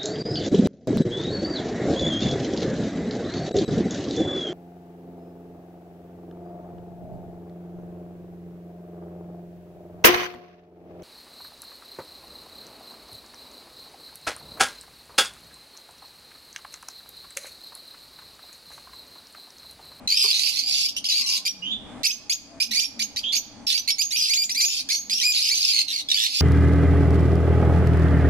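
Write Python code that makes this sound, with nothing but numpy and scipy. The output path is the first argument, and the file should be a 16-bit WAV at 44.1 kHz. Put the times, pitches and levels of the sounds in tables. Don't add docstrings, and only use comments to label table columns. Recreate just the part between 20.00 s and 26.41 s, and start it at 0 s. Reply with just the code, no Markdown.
import sys
import numpy as np
from scipy import signal
from scipy.fft import rfft, irfft, next_fast_len
from scipy.io import wavfile
from scipy.ndimage import uniform_filter1d, minimum_filter1d

SR = 44100
rng = np.random.default_rng(int(sys.argv[2]) if len(sys.argv) > 2 else 0)


def log_audio(samples):
    frames = np.atleast_2d(samples).T
    limited = np.clip(frames, -1, 1)
    pcm = np.round(limited * 32767).astype(np.int16)
    wavfile.write(sys.argv[1], SR, pcm)


N = 282681
TIME = np.arange(N) / SR
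TOP_HZ = 15600

# frequency_hz, gain_db
BREATH_SPECTRUM = [(1200, -28), (1750, -19), (2000, -18.5), (2550, -2.5), (3900, -3.5), (5000, -2),
                   (6400, -7), (8200, -16), (10900, -18.5), (12400, -17.5), (13800, -27), (15500, -57)]


def undb(db):
    return 10 ** (np.asarray(db) / 20)


def unit(x):
    return x / np.sqrt(np.mean(x ** 2) + 1e-18)


def stereo_gains(pan_db):
    return undb(np.array([[.5], [-.5]]) * pan_db)


def curves(rows, t):
    times, *columns = np.transpose(rows)
    return [np.interp(t, times, column) for column in columns]


def response(spectrum, hz):
    frequency_hz, gain_db = np.transpose(spectrum)
    return undb(np.interp(np.log(hz + 1), np.log(frequency_hz), gain_db))


def filtered(x, kind, edge_hz, order=4):
    return signal.sosfilt(signal.butter(order, edge_hz, kind, fs=SR, output="sos"), x)


def noise(n, spectrum):
    size = max(16384, next_fast_len(n))
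    white = rfft(rng.standard_normal(size))
    return unit(irfft(white * response(spectrum, np.fft.rfftfreq(size, 1 / SR)), size)[:n])


def wander(n, rate_hz, size=1024):
    return np.interp(np.arange(n) * rate_hz / SR, np.arange(size), rng.standard_normal(size))


def span(start, end):
    return np.arange(int(start * SR), int(end * SR)) / SR


def gate(t, start, end, attack_s, release_s):
    return np.clip((t - start) / attack_s, 0, 1) * np.clip((end - t) / release_s + .5, 0, 1)


def add(out, start, sound):
    i = int(start * SR)
    out[:, i:i + sound.shape[1]] += sound[:, :max(N - i, 0)]


def background(split_hz=400, air_db=-55, side_db=-7):
    # frequency_hz, gain_db
    air_spectrum = [(1000, -8), (1800, -14.5), (3000, -6), (6000, -14), (9000, -13), (15000, -45)]
    rumble_spectrum = [(20, -12.5), (85, -8), (145, -10.5), (190, -7), (229, -3.5), (290, 0), (335, -14),
                       (420, -17), (665, -13.5), (740, -17.5), (800, -11), (905, -18.5), (1500, -24.5),
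                       (2500, -28.5), (5000, -109)]
    # time_s, level_db
    swell = [(0, -42.5), (1.3, -42.5), (2.7, -43.5), (3.2, -38), (3.7, -42.5), (4.4, -44), (6.41, -45)]
    swell_db = curves(swell, TIME)[0]
    out = np.array([noise(N, air_spectrum), noise(N, air_spectrum)]) * undb(air_db)
    for kind, band_db, pan_db in (("low", 0, 4), ("high", -4, 0)):
        mid, side = (unit(filtered(noise(N, rumble_spectrum), kind, split_hz, order=6)) for _ in range(2))
        pair = np.array([mid + undb(side_db) * side, mid - undb(side_db) * side])
        out += pair * undb(swell_db + band_db + 1.3 * wander(N, 14)) * stereo_gains(pan_db)
    return out


def syrinx(hz, roughness, hiss_share, jitter, flutter_db, second_db):
    # frequency_hz, gain_db
    vocal_tract = [(1500, -19), (1950, -16.5), (2450, -9.5), (3300, -3), (4700, 0.5), (5800, -2),
                   (7000, -12), (8200, -19.5), (9400, -17.5), (11800, -17), (13500, -31), (15500, -51)]
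    n = len(hz)
    phase = 2 * np.pi * np.cumsum(hz * (1 + jitter * roughness * wander(n, 1500))) / SR
    orders = np.arange(1, 8)[:, None]
    weight = response(vocal_tract, orders * hz) * (orders * hz < TOP_HZ)
    weight *= undb(second_db * (orders == 2))
    weight *= undb(flutter_db * np.array([wander(n, 113) for _ in orders]))
    tone = (weight * np.sin(orders * phase)).sum(0) / np.sqrt((weight ** 2).sum(0) / 2 + 1e-12)
    return np.sqrt(1 - hiss_share) * tone + np.sqrt(hiss_share) * noise(n, BREATH_SPECTRUM)


def grit(n, flare_db=5, flicker_hz=220, count=12):
    size = next_fast_len(n)
    spectrum = rfft(noise(size, BREATH_SPECTRUM))
    band_of_bin = np.digitize(np.fft.rfftfreq(size, 1 / SR), np.linspace(1500, 14700, count + 1)) - 1
    bands = (irfft(spectrum * (band_of_bin == k), size)[:n] for k in range(count))
    return unit(sum(band * undb(flare_db * wander(n, flicker_hz)) for band in bands))


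def resonance(centre_hz, width_hz):
    n = len(centre_hz)
    phase = 2 * np.pi * np.cumsum(centre_hz) / SR
    return unit(wander(n, width_hz) * np.sin(phase) + wander(n, width_hz) * np.cos(phase))


def screech(start, end, first_hz, last_hz, pulse_rate_hz, mid_roughness, level_db,
            pulse_s=.0028, release_s=.01296, arch_db=2, pitch_scatter=.067, strength_scatter_db=4):
    t = span(start, end + release_s / 2)
    n = len(t)
    along = np.linspace(-.5, .5, n)
    hz = np.linspace(first_hz, last_hz, n)
    rate_hz = pulse_rate_hz * np.exp(.293 * along)
    roughness = np.clip(mid_roughness * np.exp(.8 * along), 0, 1)
    cycle = np.cumsum(rate_hz * np.exp(.19 * wander(n, 119.5))) / SR
    bend, strength = rng.standard_normal(size=(256, 2))[cycle.astype(int)].T
    age = cycle % 1 / rate_hz / pulse_s
    closing = np.minimum(5 * (1 - cycle % 1), 1)
    pulses = age ** 2 * np.exp(2 - 2 * age) * closing * undb(strength_scatter_db * strength)
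    pulses /= np.sqrt(uniform_filter1d(pulses ** 2, size=1500) + 1e-6)
    bent_hz = hz * (1 + pitch_scatter * np.sqrt(2 * roughness) * bend)
    tone = syrinx(bent_hz, roughness, hiss_share=.056, jitter=.078, flutter_db=2.5, second_db=7)
    beak = undb(-2) * resonance(2 * hz, width_hz=700)
    upper = undb(-17 + 1.6 * wander(n, 252.5)) * resonance(4.5 * hz, width_hz=1200)
    hiss = unit((grit(n) + beak + upper) * (4.1 + pulses))
    hiss_share = np.minimum(roughness, .9)
    voice = np.sqrt(1 - hiss_share) * tone * pulses + np.sqrt(hiss_share) * hiss
    voice *= undb(level_db - arch_db * (2 * along) ** 2)
    voice *= gate(t, start, end, attack_s=.0044, release_s=release_s)
    return filtered(voice, "high", .97 * min(first_hz, last_hz), order=6)


def wood_tap(gain_db=-14, attack_s=.00045):
    # frequency_hz, level_db, t60_s
    modes = [(415, -4.5, 0.093), (770, -6, 0.041), (1023, 6, 0.033), (1152, -5, .09)]
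    t = span(0, .3)
    ring = sum(undb(db - 60 * t / t60) * np.sin(2 * np.pi * hz * t) for hz, db, t60 in modes)
    return undb(gain_db) * ring * (1 - np.exp(-t / attack_s))


def faint_tone(start, end, first_hz, level_db, sink=.069, waver=.036):
    n = len(span(start, end))
    hz = first_hz * np.linspace(1, 1 - sink, n) * (1 + waver * wander(n, 69))
    envelope = np.hanning(n) ** .25 * undb(level_db + 3 * wander(n, 32))
    return np.array([[1.25], [.7]]) * np.sin(2 * np.pi * np.cumsum(hz) / SR) * envelope


def chirp(start, leap, end, held_hz, top_hz, level_db, note_roughness,
          scoop_hz_per_s=10000, swell_db=6, fade_db_per_s=244, creak=.134):
    t = span(start, end + .0066)
    n = len(t)
    scoop_hz = min(scoop_hz_per_s * (leap - start), 700)
    rise_s = min(.66 * (leap - start), scoop_hz / 19000)
    rise = np.clip((t - start) / rise_s, 0, 1)
    note_hz = held_hz - scoop_hz * (1 - rise) ** 1.3
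    since_leap = np.maximum(t - leap, 0)
    whistle_hz = top_hz + .55 * (5870 - top_hz) * np.exp(-since_leap / .013)
    leapt = .5 + .5 * np.tanh((t - leap) / .0025)
    scratch = .5 * np.exp(-(t - start) / .0082) + .14 * np.exp(-((t - leap) / .0028) ** 2)
    roughness = np.clip(note_roughness * (1 - .44 * leapt) + scratch, 0, 1)
    hz = note_hz + (whistle_hz - note_hz) * leapt
    hz *= 1 + .0126 * wander(n, 127.8) + creak * roughness ** 2 * wander(n, 333.6)
    stutter_db = (1.85 + 4 * roughness) * np.tanh(wander(n, 333.5))
    db = level_db - swell_db * (1 - rise) ** 2 - .5 * leapt - fade_db_per_s * since_leap
    voice = syrinx(hz, roughness, hiss_share=.3 * roughness ** 2, jitter=.045, flutter_db=3.5, second_db=.5)
    return voice * undb(db + stutter_db) * gate(t, start, end, attack_s=.001, release_s=.032)


def far_call(contour, overtone_db=-17, dull_hz=5200, warble=.0466):
    start, end = contour[0][0], contour[-1][0]
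    t = span(start, end + .01)
    hz, db = curves(contour, t)
    phase = 2 * np.pi * np.cumsum(hz * (1 + warble * wander(len(t), 1200))) / SR
    whistle = unit(np.sin(phase) + undb(overtone_db) * np.sin(2 * phase))
    envelope = undb(db) * gate(t, t[0], end, attack_s=.0055, release_s=.012)
    return filtered(whistle * envelope, "low", dull_hz)


def early_reflections(sound, pan_db, echo_db, echo_s=.008, left_lag_s=.00043, count=24):
    size = SR // 25
    paths = np.zeros((2, size))
    for side, lag_s in enumerate((left_lag_s * (1 + .25 * rng.uniform(-1, 1)), 0)):
        delay_s = lag_s + .0006 + rng.exponential(echo_s, count)
        arrivals = np.minimum(delay_s * SR, size - 1).astype(int)
        paths[side, arrivals] = undb(echo_db) * rng.choice([-1, 1], count) / np.sqrt(count)
        paths[side, int(lag_s * SR)] += 1
    paths /= np.sqrt(1 + undb(echo_db) ** 2)
    return unit(stereo_gains(pan_db)) * signal.fftconvolve(sound[None], paths, axes=1)


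def room(x, t60_s=.49, treble_t60_s=.31, split_hz=7500, build_s=.007):
    t = span(0, 1)
    scatter = rng.standard_normal((2, SR))
    body = filtered(scatter, "low", split_hz, order=2)
    treble = scatter - body
    tail = body * undb(-60 * t / t60_s) + treble * undb(1 - 60 * t / treble_t60_s)
    tail *= 1 - np.exp(-t / build_s)
    return signal.fftconvolve(x, tail / np.sqrt((tail ** 2).sum() / 2), axes=1)[:, :N]


def gain_control(x, threshold_db=-24, range_db=15.5, recover_db_per_s=42, first_cut_db=5, window=300):
    power = uniform_filter1d(np.mean(x ** 2, axis=0), window)
    level_db = 10 * np.log10(np.abs(power) + 1e-12)
    excess_db = np.clip(level_db - threshold_db, 0, range_db)
    recovered_db = recover_db_per_s * TIME
    cut_db = np.maximum.accumulate(np.maximum(excess_db + recovered_db, first_cut_db)) - recovered_db
    gain_db = uniform_filter1d(minimum_filter1d(-cut_db, window), window)
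    return x * undb(gain_db)


def scene(near_gain_db=17, far_gain_db=10, tone_gain_db=2, near_room_db=-17.5, far_room_db=-14):
    # start_s, end_s, first_pitch_hz, last_pitch_hz, pulse_rate_hz, roughness, level_db
    screeches = [(0.073, 0.163, 2020, 2530, 80, 0.08, -20), (0.161, 0.27, 2600, 2408, 125, 0.45, -19),
                 (0.271, 0.322, 2357, 2110, 120, 0.39, -19), (0.322, 0.426, 1995, 2312, 200, 0.47, -21.5),
                 (.42, 0.511, 2276, 2513, 220, .65, -22), (0.516, 0.577, 2300, 2120, 176, 0.88, -28),
                 (.568, 0.616, 2228, 2220, 165, 0.28, -21.5), (0.618, 0.677, 2190, 2397, 180, 0.1, -29),
                 (0.668, 0.83, 2412, 2312, 136, 0.53, -22.5), (.828, 0.869, 2400, 2450, 177, .25, -21),
                 (0.883, 0.897, 2750, 2764, 180, 0.59, -24.5), (1.04, 1.076, 2305, 2704, 106, 0.6, -25.5),
                 (1.085, 1.132, 2500, 2100, 103, 0.55, -20), (1.132, 1.227, 2126, 2487, 130, .22, -22),
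                 (1.227, 1.259, 2150, 2014, 120, 0, -30), (1.26, 1.381, 2580, 2377, 130, 0.54, -22.5),
                 (3.665, 3.733, 2677, 2020, 127, 0.58, -21), (4.164, 4.294, 2570, 2384, 166, 0.77, -23.5),
                 (4.674, 4.814, 2627, 2278, 160, 0.7, -28), (5.147, 5.259, 2756, 2496, 206, 0.5, -26.5),
                 (5.334, 5.424, 2218, 2198, 182, 0.65, -21.5), (5.415, 5.504, 2322, 2515, 135, 0.33, -21),
                 (5.546, 5.604, 2400, 2300, 180, 0.82, -24.5), (5.606, 5.732, 2390, 2427, 115, 0.28, -19.5),
                 (5.732, 5.819, 2148, 2262, 102, 0.15, -18.5), (5.877, 5.932, 1986, 1820, 214, .12, -27.5),
                 (5.926, 6.013, 2395, 1950, 110, 0.28, -27), (6.085, 6.164, 1770, 2495, 73, 0.17, -20.5),
                 (6.161, 6.274, 1620, 2098, 114, 0.44, -21), (6.278, 6.352, 2350, 2370, 154, 0.75, -31),
                 (6.339, 6.431, 2356, 2360, 176, 0.59, -22.5)]
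    # start_s, end_s, first_pitch_hz, level_db
    tones = [(0.626, .79, 768, -39), (1.18, 1.438, 1120, -40), (1.38, 1.7, 198, -42),
             (1.686, 1.769, 229.4, -36), (1.901, 2.06, 253.6, -39.5), (2.475, 2.621, 700, -44.5),
             (2.658, 2.764, 238.4, -29.5), (2.96, 3.08, 230.4, -29.5), (3.562, 3.684, 237.2, -38.5),
             (4.98, 5.222, 221.3, -39.5)]
    # start_s, leap_s, end_s, held_pitch_hz, whistle_pitch_hz, level_db, roughness
    chirps = [(.964, 0.985, 0.98, 3030, 6300, -22.5, 0.33), (1.452, 1.48, 1.51, 2376, 5660, -23.5, 0.47),
              (2.032, 2.067, 2.092, 2454, 6060, -21, .6), (2.085, 2.114, 2.15, 2510, 6470, -27.5, 0.23),
              (2.295, 2.325, 2.347, 2470, 6760, -21, .22), (2.6, 2.632, 2.636, 2540, 6430, -19, 0.34),
              (2.709, 2.801, 2.93, 2414, 5630, -26, 0.6), (2.747, 2.801, 2.815, 2355, 7150, -22, 0.12),
              (2.809, 2.846, 2.875, 2427, 5430, -25.5, 0.25), (2.992, 3.026, 3.05, 2352, 6720, -24, 0.53),
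              (3.161, 3.195, 3.19, 2394, 5830, -23, 0.47), (3.321, 3.353, 3.4, 2327, 6740, -22.5, 0.37),
              (3.351, 3.37, 3.4, 2388, 6120, -22.5, 0.34), (3.721, 3.781, 3.81, 2406, 6040, -23.5, 0.42),
              (3.876, 3.907, 3.94, 2320, 5400, -20, 0.39), (3.983, 4.021, 4.16, 2424, 6633, -22, 0.14),
              (4.106, 4.165, 4.23, 2390, 5860, -25, 0.33), (4.293, 4.34, 4.49, 2394, 6990, -20, 0.18),
              (4.349, 4.44, 4.468, 2367, 7360, -24, 0.25), (4.493, 4.517, 4.53, 2500, 5980, -26, 0.32),
              (4.547, 4.613, 4.97, 2433, 5970, -23.5, 0.31), (4.6, 4.653, 4.79, 2400, 6940, -20, 0.24),
              (4.893, 4.925, 5, 2460, 5790, -24.5, .3), (4.888, 4.954, 5.23, 2237, 6580, -24, 0.21),
              (5.097, 5.139, 5.28, 2397, 5600, -22, 0.55), (5.211, 5.324, 5.33, 2430, 6960, -20, 0.24),
              (5.498, 5.545, 5.78, 2320, 6270, -22, 0.27)]
    # time_s, pitch_hz, level_db
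    far_contours = [
        [(1.62, 2874, -30.5), (1.662, 3034, -28.5), (1.704, 3304, -33.5), (1.726, 3547, -24.5),
         (1.76, 3510, -38.5)],
        [(3.23, 3150, -32), (3.244, 3170, -18.5), (3.256, 3236, -26), (3.27, 3297, -23), (3.32, 3550, -21)],
    ]
    # time_s, left_minus_right_db
    positions = [(0, 2.5), (.45, -6.5), (1.14, 0), (2.07, -4.5), (2.32, -1), (2.6, -5), (3.3, -3.5),
                 (3.94, -5), (4.4, -2), (6.41, -3.5)]
    near, far, behind = np.zeros((2, N)), np.zeros((2, N)), background()
    for row in chirps:
        add(near, row[0], early_reflections(chirp(*row), pan_db=0, echo_db=-3))
    for row in screeches:
        add(near, row[0], early_reflections(screech(*row), pan_db=.5, echo_db=-1.5))
    balance = stereo_gains(curves(positions, TIME)[0])
    near *= undb(near_gain_db) * balance / np.sqrt(np.mean(balance ** 2, axis=0))
    for contour in far_contours:
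        add(far, contour[0][0], early_reflections(far_call(contour), pan_db=-6, echo_db=-1))
    far *= undb(far_gain_db)
    add(near, start=.243, sound=early_reflections(wood_tap(), pan_db=-5, echo_db=-1))
    for row in tones:
        add(behind, row[0], undb(tone_gain_db) * faint_tone(*row))
    return near + far + room(undb(near_room_db) * near + undb(far_room_db) * far) + behind


def record(dry):
    low_pass = signal.ellip(8, .2, 70, TOP_HZ, fs=SR, output="sos")
    return signal.sosfilt(low_pass, gain_control(dry))


dry = scene()
out = record(dry)
log_audio(out)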